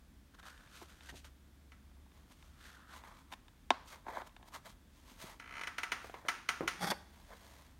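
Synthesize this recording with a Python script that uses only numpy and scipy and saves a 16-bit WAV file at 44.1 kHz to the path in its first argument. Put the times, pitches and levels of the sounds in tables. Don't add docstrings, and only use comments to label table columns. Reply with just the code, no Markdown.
import sys
import numpy as np
from scipy import signal
from scipy.fft import rfft, irfft
from scipy.io import wavfile
from scipy.ndimage import uniform_filter1d

SR = 44100
rng = np.random.default_rng(int(sys.argv[2]) if len(sys.argv) > 2 else 0)


def dump(signal):
    limited = np.clip(np.atleast_2d(signal).T, -1, 1)
    pcm = np.round(limited * 32767).astype(np.int16)
    wavfile.write(sys.argv[1], SR, pcm)


N = 343539
T = np.arange(N) / SR
HZ = np.fft.rfftfreq(N, 1 / SR)

# [fastest_s, rise_s, fall_s, board_level_db, hiss_level_db, board_centre_hz]
RUB_STROKES = [(0.35, .014, 0.009, -57.5, -66, 1510), (0.399, 0.015, 0.0097, -53, -62.5, 1580),
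               (0.432, .005, .015, -54, -69, 1600), (0.471, 0.039, 0.075, -53.5, -59, 1440),
               (0.56, 0.06, 0.26, -63.5, -70, 1600), (0.772, 0.067, 0.05, -61.5, -57.5, 1470),
               (0.82, 0.015, 0.044, -61, -58.5, 1160), (0.9, 0.034, 0.15, -65.5, -65, 1500),
               (1.065, 0.074, .03, -62.5, -61, 1650), (1.099, 0.017, 0.017, -49.5, -52, 1770),
               (1.178, 0.038, 0.034, -79, -55.5, 1570), (1.253, 0.015, 0.032, -60.5, -58, 1450),
               (2.16, 0.035, 0.15, -71, -73.5, 915), (2.322, 0.038, 0.032, -70.5, -65, 1130),
               (2.43, 0.095, 0.18, -74, -71, 1200), (2.66, 0.079, 0.14, -56.5, -59.5, 1700),
               (2.78, 0.12, 0.49, -62.5, -86, 1470), (2.925, 0.044, 0.056, -54, -62.5, 1550),
               (2.963, 0.034, 0.045, -58.5, -57.5, 990), (3.052, 0.025, 0.14, -56.5, -66, 1120),
               (3.2, 0.07, 0.036, -68.5, -68, 1210), (3.333, 0.021, 0.011, -52, -54.5, 1040),
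               (3.89, 0.033, 0.044, -67, -56.5, 1300), (3.929, 0.032, 0.059, -55.5, -60, 1050),
               (4.088, 0.026, .055, -50.5, -64, 894), (4.18, 0.083, 0.055, -46.5, -61, 945),
               (4.272, 0.023, 0.0099, -59, -60, 1070), (4.483, 0.032, .018, -66, -64.5, 935),
               (4.547, .018, 0.031, -47, -50, 1140), (4.66, 0.015, 0.027, -54.5, -59, 950),
               (4.695, 0.047, 0.037, -66, -59.5, 1075), (4.97, 0.079, 0.26, -78, -72, 950),
               (5.1, 0.051, 0.075, -68.5, -62.5, 1060), (5.222, .04, 0.058, -57, -52.5, 990),
               (5.305, 0.054, 0.048, -53.5, -55.5, 1050), (6.06, 0.078, 0.11, -67, -62.5, 780),
               (6.145, 0.0069, 0.086, -53.5, -65, 950), (6.272, 0.026, 0.014, -54, -65.5, 880),
               (7.22, 0.18, .1, -79, -72.5, 906), (7.328, 0.034, 0.027, -53, -65, 860),
               (7.54, 0.62, 0.23, -67, -65.5, 900)]
# [frequency_hz, level_db]
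BOARD_SPECTRUM = [(60, -25), (170, -14), (320, -3), (520, 5.5), (900, 2.5), (2100, -1), (2800, -21.5),
                  (3800, -9), (6000, -35)]
# [frequency_hz, level_db]
GLITTER_SPECTRUM = [(1500, -7.5), (3000, 0), (4200, -2.5), (5200, -5), (6500, -4), (7600, -8.5), (9200, -7),
                    (10600, -17), (12000, -10), (16000, -29)]
# [frequency_hz, level_db]
FIZZ_SPECTRUM = [(7000, -26), (11000, -1), (14500, -4), (16000, 4)]
# [fastest_s, rise_s, fall_s, board_level_db, hiss_level_db]
SHOVE_STROKES = [(6.836, 0.034, 0.046, -36.5, -43), (6.872, 0.0066, 0.036, -36, -41.5),
                 (6.907, 0.0088, 0.013, -34.5, -35)]
# [frequency_hz, level_db]
STACK_SPECTRUM = [(59, -49), (100, -27), (174, 4), (264, -19), (314, -10), (530, -15.5), (649, -6.5),
                  (708, -11.5), (807, 3), (989, -20), (1060, -8), (2160, -12.5), (2890, -32), (3200, -45),
                  (4160, -58), (7040, -120)]
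# [frequency_hz, level_db]
STACK_HISS_SPECTRUM = [(1760, -24), (3000, -14), (3330, 7.5), (4110, -5.5), (4600, 2), (7780, -10.5),
                       (9140, -3), (10300, -12), (11500, -6), (14400, -20), (16000, -20)]
# [frequency_hz, width_hz, level_db]
EDGE_RESONANCES = [(3080, 38, -11), (3390, 65, 0), (4535, 107, 4), (5150, 74, -6), (6540, 82, -13)]
# [start_s, peak_level_db, treble_share_db]
TAP_BLOWS = [(0.428, -47, 0), (0.576, -49, 3), (0.674, -51, 0), (0.814, -41.5, -12), (1.007, -43.5, -0.5),
             (1.091, -40.5, 0), (1.244, -45, -1), (2.117, -53.5, -4), (2.425, -48, 0), (3.036, -44, -7),
             (3.323, -34, -2.5), (3.335, -34.5, 0), (3.481, -47, 0), (3.704, -8.5, -6), (4.065, -33.5, -29),
             (4.082, -30.5, -28), (4.17, -27.5, -32), (4.217, -34, -12), (4.293, -54, 0), (4.364, -41, -2),
             (4.427, -45, -5)]
# [start_s, end_s, mean_rate_per_s, peak_level_db]
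JUDDER_SPELLS = [(1.802, 2.12, 13, -60.5), (4.091, 4.21, 65, -40), (4.369, 4.51, 35, -53)]
# [frequency_hz, level_db, t60_s]
BOX_MODES = [(255, -9.5, 0.064), (360, -9, 0.048), (703, 4.5, 0.028), (880, 7.5, 0.02), (1080, -12.5, 0.12),
             (1300, 1, 0.0021), (1700, -6, 0.024), (1930, -18, 0.018), (2300, 5.5, 0.003),
             (3036, -3.5, 0.012), (3590, 0, 0.01), (3740, -0.5, 0.014), (5200, -27, 0.0028),
             (6000, -14, 0.0066), (7350, -8, 0.0017), (9410, -33, 0.0041)]
# [frequency_hz, level_db]
CRUNCH_SPECTRUM = [(80, -44.5), (250, -8), (1000, 11.5), (1500, 3), (2500, -5.5), (3700, -7), (4500, -10),
                   (7000, -20.5), (16000, -46)]
# [start_s, peak_level_db, t60_s, centre_hz]
BUMP_BLOWS = [(0.819, -43.5, 0.12, 328), (1.124, -44.5, 0.058, 247), (1.139, -44, 0.1, 282),
              (2.303, -54, 0.063, 299), (5.114, -52.5, 0.16, 244), (5.239, -39.5, 0.053, 267),
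              (6.043, -34, 0.058, 676), (6.095, -37.5, 0.023, 680), (6.14, -32.5, 0.091, 885),
              (6.249, -38, 0.1, 556), (6.606, -23, 0.18, 442), (6.632, -31.5, 0.14, 330),
              (6.827, -30, 0.099, 760), (6.914, -22, 0.061, 880)]
# [multiple_of_centre, level_db]
THUD_SPECTRUM = [(.1, -27.5), (.3, -9), (.5, -9), (1, -1), (1.6, -14.5), (2.3, -12.5), (4, -23.5),
                 (12, -51.5)]
# [start_s, peak_level_db, treble_share_db]
TICK_AND_CRACKS = [(1.718, -46, -11), (5.397, -36.5, -10), (5.611, -30.5, -9.5), (5.634, -29.5, -9.5),
                   (5.671, -27, -9), (5.782, -24.5, -8.5), (5.832, -23.5, -9), (5.918, -20.5, -8.5),
                   (6.284, -17.5, -8), (6.488, -17, -7), (6.676, -18.5, -6)]
# [frequency_hz, level_db]
CREAK_SPECTRUM = [(60, -37), (250, -11), (600, -12.5), (1000, -4), (1400, 1), (2500, -4), (3000, -7.5),
                  (4200, -12), (5900, -10.5), (6900, -13.5), (7700, -25), (9000, -14.5), (10300, -23.5),
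                  (16000, -30)]
# [frequency_hz, level_db, t60_s]
SHELF_MODES = [(715, -6, 0.14), (922, -10, 0.34), (1320, -0.5, 0.26), (1490, -27, .04), (1770, -12, .04),
               (2000, 2.5, 0.12), (2420, 11, 0.025)]
# [frequency_hz, t60_s, level_db]
AISLE_ECHOES = [(199, 0.85, -3), (530, 0.58, -4), (1600, 0.54, -2.5), (3680, 0.56, -3.5),
                (9700, 0.47, -3.5)]
# [frequency_hz, level_db]
AIR_SPECTRUM = [(15, -51), (26, -32.5), (38, -3.5), (70, -10), (130, -16.5), (210, -16), (300, -18.5),
                (400, -28.5), (1000, -32.5), (1600, -32.5), (2900, -38), (3450, -35), (4000, -39),
                (16000, -46)]
# [time_s, level_db]
RUMBLE_LEVEL = [(0, -69), (0.5, -66), (0.85, -66), (1.1, -58.5), (1.65, -59.5), (2.1, -63), (2.75, -63.3),
                (3.3, -67.5), (4.1, -70), (4.5, -67), (5.1, -69.5), (5.7, -74.5), (6.3, -65.5), (7.79, -61)]

STROKE_DROP_DB, STROKE_CURVE = 13.5, 1.46
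JUDDER_SPREAD_DB, JUDDER_TREBLE_DB = 2.5, -29
RATCHET_START_S, RATCHET_GAP_S = 5.422, .0185
RATCHET_QUICKENING = .964
RATCHET_DB, RATCHET_GROWTH_DB = -43.5, .95
RATCHET_TREBLE_DB, RATCHET_BRIGHTENING_DB = -25.5, 1.1
EDGE_HZ = 15900


def rubs(overtone=1.92, overtone_db=-9, flat_db=-6, hollow_db=-5, snag_db=-13, hiss_db=-1, fizz_db=-10):
    fine = friction(per_s=7000, spread_db=1.5, clump_db=2.0, clump_hz=146.4)
    snags = friction(per_s=140, spread_db=3.0, clump_db=-1.5, clump_hz=8.6)
    catches = unit(fine) + amp(snag_db) * unit(snags)

    flat_board = tint(catches, BOARD_SPECTRUM)
    strokes = np.array(RUB_STROKES)
    board_hz = np.interp(T, strokes[:, 0], strokes[:, 5])
    modes = resonate(flat_board, board_hz, width_hz=830)
    modes = modes + amp(overtone_db) * resonate(flat_board, overtone * board_hz, width_hz=1800)

    shut = np.interp(board_hz, [950, 1400], [1, 0])
    hollow = unit(signal.fftconvolve(catches, ring(BOX_MODES, T[:SR // 8]))[:N])
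    board = unit(modes + amp(flat_db) * flat_board + amp(hollow_db) * shut * hollow)

    hiss = tint(catches, GLITTER_SPECTRUM) + amp(fizz_db) * shut * tint(catches, FIZZ_SPECTRUM)
    board_part = board * stroke_gain(RUB_STROKES, column=3)
    return board_part + amp(hiss_db) * hiss * stroke_gain(RUB_STROKES, column=4)


def taps(level_db=-2, settle_s=.001, crunch_db=-6, crunch_t60_s=0.037, room_db=-18):
    out, t = np.zeros(N), T[:SR // 2]
    body = unit(ring(BOX_MODES, t))
    for start_s, peak_db, treble_db in TAP_BLOWS + judders():
        contact = (t == 0) + rattle(t, crunch_t60_s)
        crunch = unit(causal(contact, CRUNCH_SPECTRUM))
        room = unit(causal(echoes(), CRUNCH_SPECTRUM))
        blow = body + amp(crunch_db) * crunch + amp(room_db) * room
        add(out, start_s + settle_s, amp(peak_db) * brighten(blow, treble_db, split_hz=1710))
    return amp(level_db) * out


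def judders(max_count=24):
    slips = []
    for start_s, end_s, per_s, peak_db in JUDDER_SPELLS:
        late = rng.random(max_count)
        force = rng.standard_normal(max_count)
        times = start_s + (np.arange(max_count) + late) / per_s
        for s, f in zip(times, force):
            if s < end_s:
                slips.append((s, peak_db + JUDDER_SPREAD_DB * f, JUDDER_TREBLE_DB))
    return slips


def shove(hiss_db=-0.5, rings_db=-13):
    catches = friction(per_s=4000, spread_db=2.5, clump_db=1.5, clump_hz=197)
    rings = np.zeros(N)
    for hz, width_hz, db in EDGE_RESONANCES:
        rings += amp(db) * resonate(catches, np.full(N, hz), width_hz)
    hiss = amp(hiss_db) * tint(catches, STACK_HISS_SPECTRUM) + amp(rings_db) * unit(rings)
    stack = tint(catches, STACK_SPECTRUM)
    return stack * stroke_gain(SHOVE_STROKES, column=3) + hiss * stroke_gain(SHOVE_STROKES, column=4)


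def bumps(level_db=-1, shudder_db=3, settle_s=0.002075):
    out, t = np.zeros(N), T[:SR // 4]
    for start_s, peak_db, t60_s, centre_hz in BUMP_BLOWS:
        push = (t == 0) + amp(shudder_db) * rattle(t, t60_s)
        thud = causal(push, np.array(THUD_SPECTRUM) * [centre_hz, 1])
        add(out, start_s + settle_s, amp(peak_db) * thud / abs(thud).max())
    return amp(level_db) * out


def tick_and_creak(lead_s=.002, give_db=-13, rattle_db=4, rattle_t60_s=0.068, modes_db=-7, room_db=2):
    out, t = np.zeros(N), T[:SR // 2]
    modes = unit(ring(SHELF_MODES, t))
    frame = rattle(t, rattle_t60_s)
    for start_s, peak_db, treble_db in TICK_AND_CRACKS + ratchet():
        scatter = frame + rattle(t, rattle_t60_s)
        paths = (t == 0) + amp(rattle_db) * scatter + amp(room_db) * echoes()
        crack = unit(causal(paths, CREAK_SPECTRUM)) + amp(modes_db) * modes
        give = brighten(crack[:SR // 100], share_db=-1.5, split_hz=3100)
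        add(out, start_s, amp(peak_db + give_db) * give)
        add(out, start_s + lead_s, amp(peak_db) * brighten(crack, treble_db, split_hz=2800))
    return out


def ratchet(count=12):
    k = np.arange(count)
    elapsed_gaps = (1 - RATCHET_QUICKENING ** k) / (1 - RATCHET_QUICKENING)
    times = RATCHET_START_S + RATCHET_GAP_S * elapsed_gaps
    peaks_db = RATCHET_DB + RATCHET_GROWTH_DB * k
    trebles_db = RATCHET_TREBLE_DB + RATCHET_BRIGHTENING_DB * k
    return list(zip(times, peaks_db, trebles_db))


def rumble_and_air(hum_hz=69, waver_hz=7, waver_rad=0.62, swell_db=3.6, swell_hz=8, hum_db=-1, air_db=-63):
    phase = 2 * np.pi * hum_hz * T + waver_rad * wander(waver_hz)
    hum = unit(np.sin(phase) * amp(swell_db * wander(swell_hz)))
    air = amp(air_db) * tint(rng.standard_normal(N), AIR_SPECTRUM)
    return air + hum * amp(hum_db + np.interp(T, *np.transpose(RUMBLE_LEVEL)))


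def friction(per_s, spread_db, clump_db, clump_hz):
    size = amp(spread_db * np.minimum(rng.exponential(1, N), 4)) * rng.choice([-1, 1], N)
    caught = rng.random(N) < per_s / SR
    return size * caught * amp(clump_db * wander(clump_hz))


def stroke_gain(strokes, column):
    power = np.zeros(N)
    for row in strokes:
        fastest_s, rise_s, fall_s = row[:3]
        t = np.arange(-min(4 * rise_s, fastest_s), 4 * fall_s, 1 / SR)
        away = np.maximum(-t / rise_s, t / fall_s)
        level_db = row[column] - STROKE_DROP_DB * away ** STROKE_CURVE
        add(power, fastest_s + t[0], amp(level_db) ** 2)
    return np.sqrt(power)


def resonate(x, hz, width_hz):
    turn = np.exp(2j * np.pi * np.cumsum(hz) / SR)
    r = np.exp(-np.pi * width_hz / SR)
    shifted = signal.lfilter([(1 - r) ** 2], [1, -2 * r, r * r], x / turn)
    return unit((turn * shifted).real)


def ring(modes, t, bass_hz=170):
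    swing = np.zeros(len(t))
    for k, (hz, db, t60_s) in enumerate(modes):
        swing += (-1) ** k * amp(db - 60 * t / t60_s) * np.sin(2 * np.pi * hz * t)
    return signal.sosfilt(signal.butter(4, bass_hz, "high", fs=SR, output="sos"), swing)


def rattle(t, t60_s):
    contacts = rng.choice([-1, 1], len(t)) * amp(-60 * t / t60_s)
    return contacts / np.linalg.norm(contacts)


def brighten(x, share_db, split_hz):
    low = signal.sosfilt(signal.butter(3, split_hz, fs=SR, output="sos"), x)
    high = signal.sosfilt(signal.butter(3, split_hz, "high", fs=SR, output="sos"), x)
    share = np.clip(amp(share_db) ** 2, 0, .9)
    out = np.sqrt(1 - share) * unit(low) + np.sqrt(share) * unit(high)
    loudest_power = uniform_filter1d(out ** 2, size=SR // 200).max()
    return out / np.sqrt(2 * np.pi * loudest_power)


def causal(x, points, size=4096):
    log_gain = np.log(amp(read(points, abs(np.fft.fftfreq(size, 1 / SR)))))
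    response = np.fft.ifft(np.exp(np.conj(signal.hilbert(log_gain)))).real
    return signal.fftconvolve(x, response[:size // 2])[:len(x)]


def tint(x, points):
    return unit(irfft(rfft(x) * amp(read(points, HZ)), N))


def wander(hz):
    return unit(irfft(rfft(rng.standard_normal(N)) * np.exp(-(HZ / hz) ** 2), N))


def echoes(onset_s=0.0039):
    table, t = np.array(AISLE_ECHOES), T[:SR // 2]
    arrived = rng.choice([-1., 1.], len(t)) * (rng.random(len(t)) < 6000 / SR)
    arrivals = arrived * np.clip(t / onset_s - .5, 0, 1)
    hz, late_s, bins = signal.stft(arrivals, SR, nperseg=256)
    level_db = read(table[:, ::2], hz)[:, None]
    t60_s = read(table[:, :2], hz)[:, None]
    decayed = bins * amp(level_db - 60 * late_s / t60_s)
    tail = signal.istft(decayed, SR, nperseg=256)[1][:len(t)]
    return tail / np.linalg.norm(tail)


def amp(db):
    return 10 ** (np.asarray(db) / 20)


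def unit(x):
    return x / np.sqrt(np.mean(x ** 2) + 1e-20)


def read(points, hz):
    f, value = np.transpose(points)
    return np.interp(np.log(hz + 1), np.log(f + 1), value)


def add(mix, start_s, sound):
    part = mix[max(round(start_s * SR), 0):][:len(sound)]
    part += sound[:len(part)]


def scene():
    handling = rubs() + shove() + bumps()
    aisle = amp(-16.5) * signal.fftconvolve(handling, echoes())[:N]
    return (handling + aisle + tick_and_creak() + rumble_and_air() + taps())[None]


def record(dry):
    low_pass = signal.firwin(511, EDGE_HZ, window=("kaiser", 9), fs=SR)
    return signal.oaconvolve(dry, low_pass[None], "same")


dry = scene()
out = record(dry)
dump(out)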